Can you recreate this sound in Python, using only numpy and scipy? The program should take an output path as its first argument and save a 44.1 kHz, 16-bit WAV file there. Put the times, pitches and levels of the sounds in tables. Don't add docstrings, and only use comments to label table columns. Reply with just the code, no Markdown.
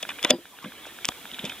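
import sys
import numpy as np
from scipy import signal
from scipy.io import wavfile
from scipy.ndimage import uniform_filter1d

SR = 44100
rng = np.random.default_rng(int(sys.argv[2]) if len(sys.argv) > 2 else 0)


def volts_from_db(level):
    exponent = np.asarray(level, float) / 20
    return 10 ** exponent


def dump(signal):
    limited = np.clip(np.atleast_2d(signal).T, -1, 1)
    pcm = np.round(limited * 32767).astype(np.int16)
    wavfile.write(sys.argv[1], SR, pcm)


N = 70560
CAVITY_EDGE_HZ = 4080
CONTACT_CUT_HZ = 700


# (time [s], level [dB], brightness [dB], chatter length [ms], centre of the ring [Hz])
PLUG_CONTACTS = [(.0272, -14, -12, 2.3, 3500), (.0274, -15.5, -38, 2.1, 2445),
                 (.0274, -18.5, -30, 1.7, 1160), (.0895, -12.5, -41, 0.83, 1260),
                 (.0900, -8, -27.5, 2.8, 2490), (.0897, -27, -36, 1.1, 3330), (.096, -27, -22, 1.8, 1970),
                 (.1015, -13.5, -31, 2.5, 2500), (.101, -21, -40, 1.5, 3370), (.106, -21, -40, 3, 1600),
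                 (.113, -21, -27, 1.7, 2410), (.117, -21, -40, 1.5, 1390), (.190, -19.5, -27, 2.3, 2500),
                 (.2283, -18.5, -4.5, 0.73, 3260), (.232, -21, -39, 3, 3000),
                 (.2380, -13.5, -18.5, 3.3, 3150), (.238, -9.5, -38, 5, 1970),
                 (.2476, -1.5, -14, 0.38, 3400), (.2478, -4.5, -41, 1, 2400), (.2485, -7, -48, 1.2, 1600),
                 (.251, -4, -30, 1, 2750), (.267, -21.5, -14.5, 13, 3230), (.287, -21, -24, 4, 2620),
                 (.2955, -12, -17, 3.9, 3000), (.3005, -8, -20.5, 1.1, 2510), (.3048, -1.5, -8, 1.18, 3500),
                 (.3067, 3, -7.5, 0.51, 3500), (.3070, -8.5, -30, 0.33, 1600), (.311, -4.5, -27, 1.7, 2870),
                 (.318, -24, -40, 7.9, 2660), (.626, -15, -26, 5.2, 1190), (.6405, -10, -40, 4.9, 1110),
                 (.6415, -13.5, -34, 2.7, 2350), (.646, -16.5, -36, 5.6, 1600)]
# (pitch [Hz], level [dB], time to fall 60 dB [s])
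HOUSING_MODES = [(1150, -8, .010), (1600, -6, .014), (2050, -8, .013), (2445, -7, .013), (2930, -4, .010),
                 (3460, 1, .014), (3950, -9, .007)]


def plug_contacts():
    return contacts(PLUG_CONTACTS, HOUSING_MODES, lean=.5)


# (time [s], level [dB], brightness [dB], chatter length [ms], centre of the ring [Hz])
ADAPTOR_CONTACTS = [(.862, -24, -14.5, 8.9, 2560), (1.0468, -8, -20, 0.13, 2920),
                    (1.0537, -11.5, -3.5, 0.21, 3760), (1.081, -26.5, -7, 4.4, 3200),
                    (1.085, -18.5, -13, 1.1, 2360), (1.0881, -11.5, -5.5, 0.21, 3500),
                    (1.0882, -17.5, -46, 0.12, 1190), (1.0883, -15, -42, 0.24, 1800),
                    (1.3149, -23.5, -23, 0.6, 3500), (1.3435, -21, -24, 2, 3060),
                    (1.391, -14, -26, 2.6, 3300), (1.443, -19.5, -20, 1.4, 3360),
                    (1.451, -16.5, -15, 2.7, 3500), (1.452, -15, -26, 2.1, 2480),
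                    (1.457, -19, -14, 5.3, 3500), (1.463, -30, -22, 3, 2730), (1.471, -31, -32, 4, 3200),
                    (1.4948, -15, -26, 2.9, 3130), (1.4950, -10, -28.5, 3.1, 2380)]
# (pitch [Hz], level [dB], time to fall 60 dB [s])
SHELL_MODES = [(1190, 2, 0.015), (1800, -12, 0.0045), (2540, -5.5, 0.012), (3150, -2.5, 0.0056),
               (3500, -1.5, 0.0075), (3870, -6.5, 0.0035)]


def adaptor_contacts():
    return contacts(ADAPTOR_CONTACTS, SHELL_MODES, lean=-.25)


# (pitch [Hz], level [dB], time to fall 60 dB [s])
THIN_WALL_MODES = [(5320, -4.5, 0.0028), (5820, -6, 0.0023), (6610, -1.5, 0.0022), (7550, -27, 0.0041),
                   (9640, -13.5, 0.0073), (10700, -23, 0.0034), (13700, -27, 0.0012)]


def contacts(rows, modes, lean):
    ticks_per_s, snap_db, bright_extra_db = 3600, -3.5, 9.5
    body = walls = 0
    for s, db, bright_db, ms, centre_hz in rows:
        body_ticks = chatter(ms, ticks_per_s)
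        body_gains = around(modes, centre_hz, fall_db=69)
        body = strike(body, s, body_ticks, db + snap_db, modes, body_gains, ms)

        wall_ticks = chatter(ms * .7, ticks_per_s * .5)
        wall_db = db + snap_db + bright_db + bright_extra_db
        wall_gains = around(THIN_WALL_MODES, 6700, fall_db=2.5)
        walls = strike(walls, s, wall_ticks, wall_db, THIN_WALL_MODES, wall_gains)
    walls = high_pass(walls, 2, CAVITY_EDGE_HZ)
    body = high_pass(body, 2, CONTACT_CUT_HZ)
    return ports(under_edge(body) + walls, lean)


def spring():
    hz = 4888
    pair = [(hz, 0, .15), (hz + 55, -5, .14)]  # (pitch [Hz], level [dB], time to fall 60 dB [s])
    return ports(strike(0, .3105, np.ones(1), -31, pair, [0, 0]), lean=0.96)


# (time [s], level [dB], centre of the ring [Hz], push length [ms],
# share of the free ring time left under the hand [0..1])
KNOCKS = [(.029, -29.5, 555, 0.87, 0.33), (0.0893, -29.5, 975, 0.89, 0.45), (0.242, -26, 436, 0.83, 0.47),
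          (.248, -19, 580, 1.3, 0.66), (.249, -16.5, 970, 2.9, 0.14), (0.263, -23, 560, 6, 0.46),
          (0.2992, -12.5, 600, 2, 1), (0.3034, -6, 611, 1.2, 0.95), (0.306, -13.5, 274, 2.3, 0.84),
          (0.303, -21.5, 345, 0.88, .5), (0.333, -11, 289, 1.3, 0.76), (0.335, -15.5, 670, 0.9, 0.69),
          (0.351, -16.5, 268, 0.79, 0.47), (0.384, -28.5, 427, 2.6, 1), (0.519, -34, 970, 10.4, 0.92),
          (.641, -24, 960, 1, 0.13), (0.641, -24, 238, 1.3, 0.44), (0.651, -22, 200, 6, 0.49),
          (0.66, -30, 200, 0.5, 0.84), (0.657, -29.5, 520, 0.62, 1), (0.679, -35, 218, 2.9, 0.51),
          (0.867, -31, 630, 0.72, 0.22), (1.0896, -20, 775, 0.095, 0.27), (1.092, -37, 745, 4, 0.44),
          (1.242, -37.5, 182, 3.5, 0.51), (1.32, -38.5, 263, 5.1, 1), (1.394, -33, 256, 3.4, 0.43),
          (1.429, -35, 208, 3.6, 0.64), (1.437, -18.5, 205, 1.6, 0.54), (1.441, -29, 500, 1.07, 0.86),
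          (1.453, -37, 300, 4.1, 0.77), (1.468, -29, 277, 3, 0.57)]
# (pitch [Hz], level [dB], time to fall 60 dB [s])
PLANK_MODES = [(160, -18, 0.03), (205, 3.5, 0.11), (256, 0, 0.12), (345, 1, 0.12), (420, 5, 0.016),
               (514, -4.5, 0.14), (597.6, 2.5, 0.066), (745, -6.5, 0.13), (826, -3, 0.06),
               (975, -3.5, 0.17)]


def plank():
    knock_db, left_lead_s = -4, .000045
    out = 0
    for s, db, centre_hz, ms, share in KNOCKS:
        soft = np.hanning(int(.45 * SR / centre_hz) + 3)
        push = np.convolve(chatter(ms, 900), soft / soft.sum())
        damped = np.array(PLANK_MODES) * [1, 1, max(share, .1)]
        gains = around(PLANK_MODES, centre_hz, fall_db=52.5)
        out = strike(out, s, push, db + knock_db, damped, gains, ms)
    out = high_pass(out, 3, 212)
    n = np.arange(N)
    right = np.interp(n - left_lead_s * SR, n, out)
    return np.array([out, right])


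def puff():
    start_s, level_db, length_ms = 1.0883, -17, 0.66
    t = np.maximum(np.arange(N) / SR - start_s, 0) / length_ms * 1000
    return volts_from_db(level_db) * t * (2 - t) * np.exp(-t)


# (time [s], level [dB])
DRIVE_TICKS = [(.0514, -22), (0.187, -26), (0.3196, -22), (0.4545, -25.5), (0.5873, -26.5), (.7206, -26.5),
               (0.8542, -28), (0.9876, -26), (1.1202, -27), (1.2546, -26), (1.3865, -24.5), (1.5200, -25)]
# (pitch [Hz], level [dB], time to fall 60 dB [s])
DRIVE_MODES = [(1700, 0, .005), (2500, -3, .005), (3400, -7, .004)]


def drive_ticks():
    rebound_s, rebound_db = 0.0013, -6
    push = np.zeros(int(rebound_s * SR) + 1)
    push[0], push[-1] = 1, volts_from_db(rebound_db)
    out = 0
    for s, db in DRIVE_TICKS:
        gains = rng.standard_normal(len(DRIVE_MODES))
        out = strike(out, s, push, db, DRIVE_MODES, gains)
    return ports(under_edge(high_pass(out, 2, CONTACT_CUT_HZ)), lean=0)


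# (time [s], level [dB])
HANDLING = [(0, -46.5), (.1, -45), (.21, -47), (.25, -36.5), (.33, -35), (.38, -48), (.5, -50),
            (.62, -45.5), (.78, -45), (.86, -43), (1.0, -48.5), (1.06, -45.5), (1.2, -47), (1.36, -46),
            (1.46, -39.5), (1.53, -44), (1.6, -45.5)]
# (pitch [Hz], level per Hz [dB])
RUSTLE_TONE = [(80, -6), (250, 0.5), (900, -1.5), (1700, -1.5), (2500, 0.5), (3200, -4), (4200, 1)]


def rustle():
    grains_per_s, grain_share = 720, 0.14
    cavity_hz, cavity_db, cavity_t60_s = 3880, -8.5, 0.0033
    happens = rng.random(N) < grains_per_s / SR
    heights = rng.standard_normal(N) * volts_from_db(3.3 * rng.exponential(1, N).clip(0, 4))
    rubbing = grain_share * rms_one(happens * heights) + rng.standard_normal(N)
    source = coloured(rubbing, RUSTLE_TONE, patchy_db=1.56)
    heard = under_edge(source + volts_from_db(cavity_db) * ring(source, cavity_hz, cavity_t60_s))
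    s, db = np.transpose(HANDLING)
    loudness = volts_from_db(np.interp(np.arange(N) / SR, s, db))
    return ports(loudness * rms_one(heard), lean=0.095)


# (pitch [Hz], level per Hz [dB])
AIR_TONE = [(30, -9), (70, 9), (130, -21.5), (250, 11.5), (600, 1.5), (1500, -4), (4000, -66)]


def outdoor_air():
    middle, side = rng.standard_normal((2, N))
    both = middle + 0.14 * side * np.array([[1], [-1]])
    return volts_from_db(-58.5) * coloured(both, AIR_TONE, patchy_db=3.0)


def hiss():
    return volts_from_db(-47) * high_pass(rng.standard_normal((2, N)), 1, 130)


def chatter(ms, per_s):
    t = np.arange(1500) / SR / max(ms, .05) * 1000
    chance, sign, height = rng.random((3, 1500))
    ticks = (chance < per_s / SR) * np.sign(sign - .5) * (0.5 + height)
    ticks[2] = 1
    ticks = ticks * (t + 0.64) * np.exp(-t ** 1.09)
    return ticks / np.sqrt(np.sum(ticks ** 2))


def around(modes, centre_hz, fall_db):
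    octaves = np.log2(np.array(modes)[:, 0] / centre_hz)
    return -fall_db * octaves ** 2 + 2.0 * rng.standard_normal(len(modes))


def strike(out, s, push, db, modes, gains_db, ms=0.13):
    focus = 0.87
    i, add = int(s * SR), np.zeros(N + 12000)
    push = np.pad(push, (0, 9000))
    for (hz, mode_db, t60), gain_db in zip(modes, gains_db):
        build_up_s = min(t60, focus * ms / 1000 + 1 / hz)
        rung = ring(ring(push, hz, build_up_s), hz, t60)
        single = np.sqrt(t60 * SR / (4 * np.log(1000)))
        add[i:i + len(rung)] += volts_from_db(db + mode_db + gain_db) * single * rung / np.linalg.norm(rung)
    return out + add[:N]


def ring(x, hz, t60):
    r, w = volts_from_db(-60 / (t60 * SR)), 2 * np.pi * hz / SR
    return signal.lfilter([0, np.sin(w)], [1, -2 * r * np.cos(w), r * r], x + 1e-18)


def high_pass(x, order, hz):
    return signal.sosfilt(signal.butter(order, hz, "high", fs=SR, output="sos"), x)


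def under_edge(x):
    low = signal.sosfilt(signal.cheby2(8, 35, CAVITY_EDGE_HZ * 1.08, fs=SR, output="sos"), x)
    return low + volts_from_db(-79) * high_pass(x, 4, CAVITY_EDGE_HZ * 1.2)


def ports(x, lean):
    port_hz, port_db, port_lag_s, lean_hz = 1510, -6.5, .00005, 4530
    n = np.arange(N)
    high = high_pass(x, 2, port_hz)
    turned = high - np.interp(n - port_lag_s * SR, n, high)
    shaded = x - signal.sosfiltfilt(signal.butter(2, lean_hz, fs=SR, output="sos"), x)
    side = lean * shaded + volts_from_db(port_db) * turned
    return np.array([x + side, x - side])


def coloured(x, spectrum, patchy_db):
    hz, db = np.transpose(spectrum)
    edges = 25 * 2 ** (np.arange(29) / 3)
    out = 0
    for low, high in zip(edges, edges[1:]):
        band = signal.sosfilt(signal.butter(2, [low, high], "band", fs=SR, output="sos"), x)
        band_db = np.interp(np.log(low * high) / 2, np.log(hz), db)
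        out = out + band * volts_from_db(band_db + patchy_db * drift(18.7))
    return rms_one(out)


def drift(rate):
    r = np.exp(-80 * np.pi * rate / SR)
    slow = signal.lfilter([1], [1, -2 * r, r * r], rng.standard_normal(N // 40 + 2002))[2000:]
    return np.interp(np.arange(N) / 40, np.arange(len(slow)), rms_one(slow))


def rms_one(x):
    return x / np.sqrt(np.mean(x ** 2) + 1e-20)


def scene():
    background = outdoor_air() + hiss()
    clicks = plug_contacts() + adaptor_contacts()
    ticks = drive_ticks()
    bench = (plank() + puff()) * volts_from_db(np.array([[.3], [-.3]]))
    return clicks + ticks + bench + spring() + rustle() + background


def low_pass(x):
    return signal.sosfilt(signal.butter(12, 16410, fs=SR, output="sos"), x)


def record(dry):
    duck_from_db, duck_share, recover_db_per_s, attack_s = -19, .55, 9, .015
    clip_top = 1.1
    t = np.arange(N) / SR
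    level = 10 * np.log10(uniform_filter1d(np.mean(dry ** 2, axis=0), size=441) + 1e-12)
    over = duck_share * np.maximum(level - duck_from_db, 0)
    duck = np.maximum.accumulate(over + recover_db_per_s * t) - recover_db_per_s * t
    r = np.exp(-1 / (attack_s * SR))
    x = dry * volts_from_db(-signal.lfilter([1 - r], [1, -r], duck))
    x = clip_top * np.tanh(x / clip_top)
    x = signal.sosfilt(signal.cheby2(12, 60, 16450, fs=SR, output="sos"), x)
    mix = high_pass(x, 2, 43)
    return low_pass(mix)


dry = scene()
out = record(dry)
dump(out)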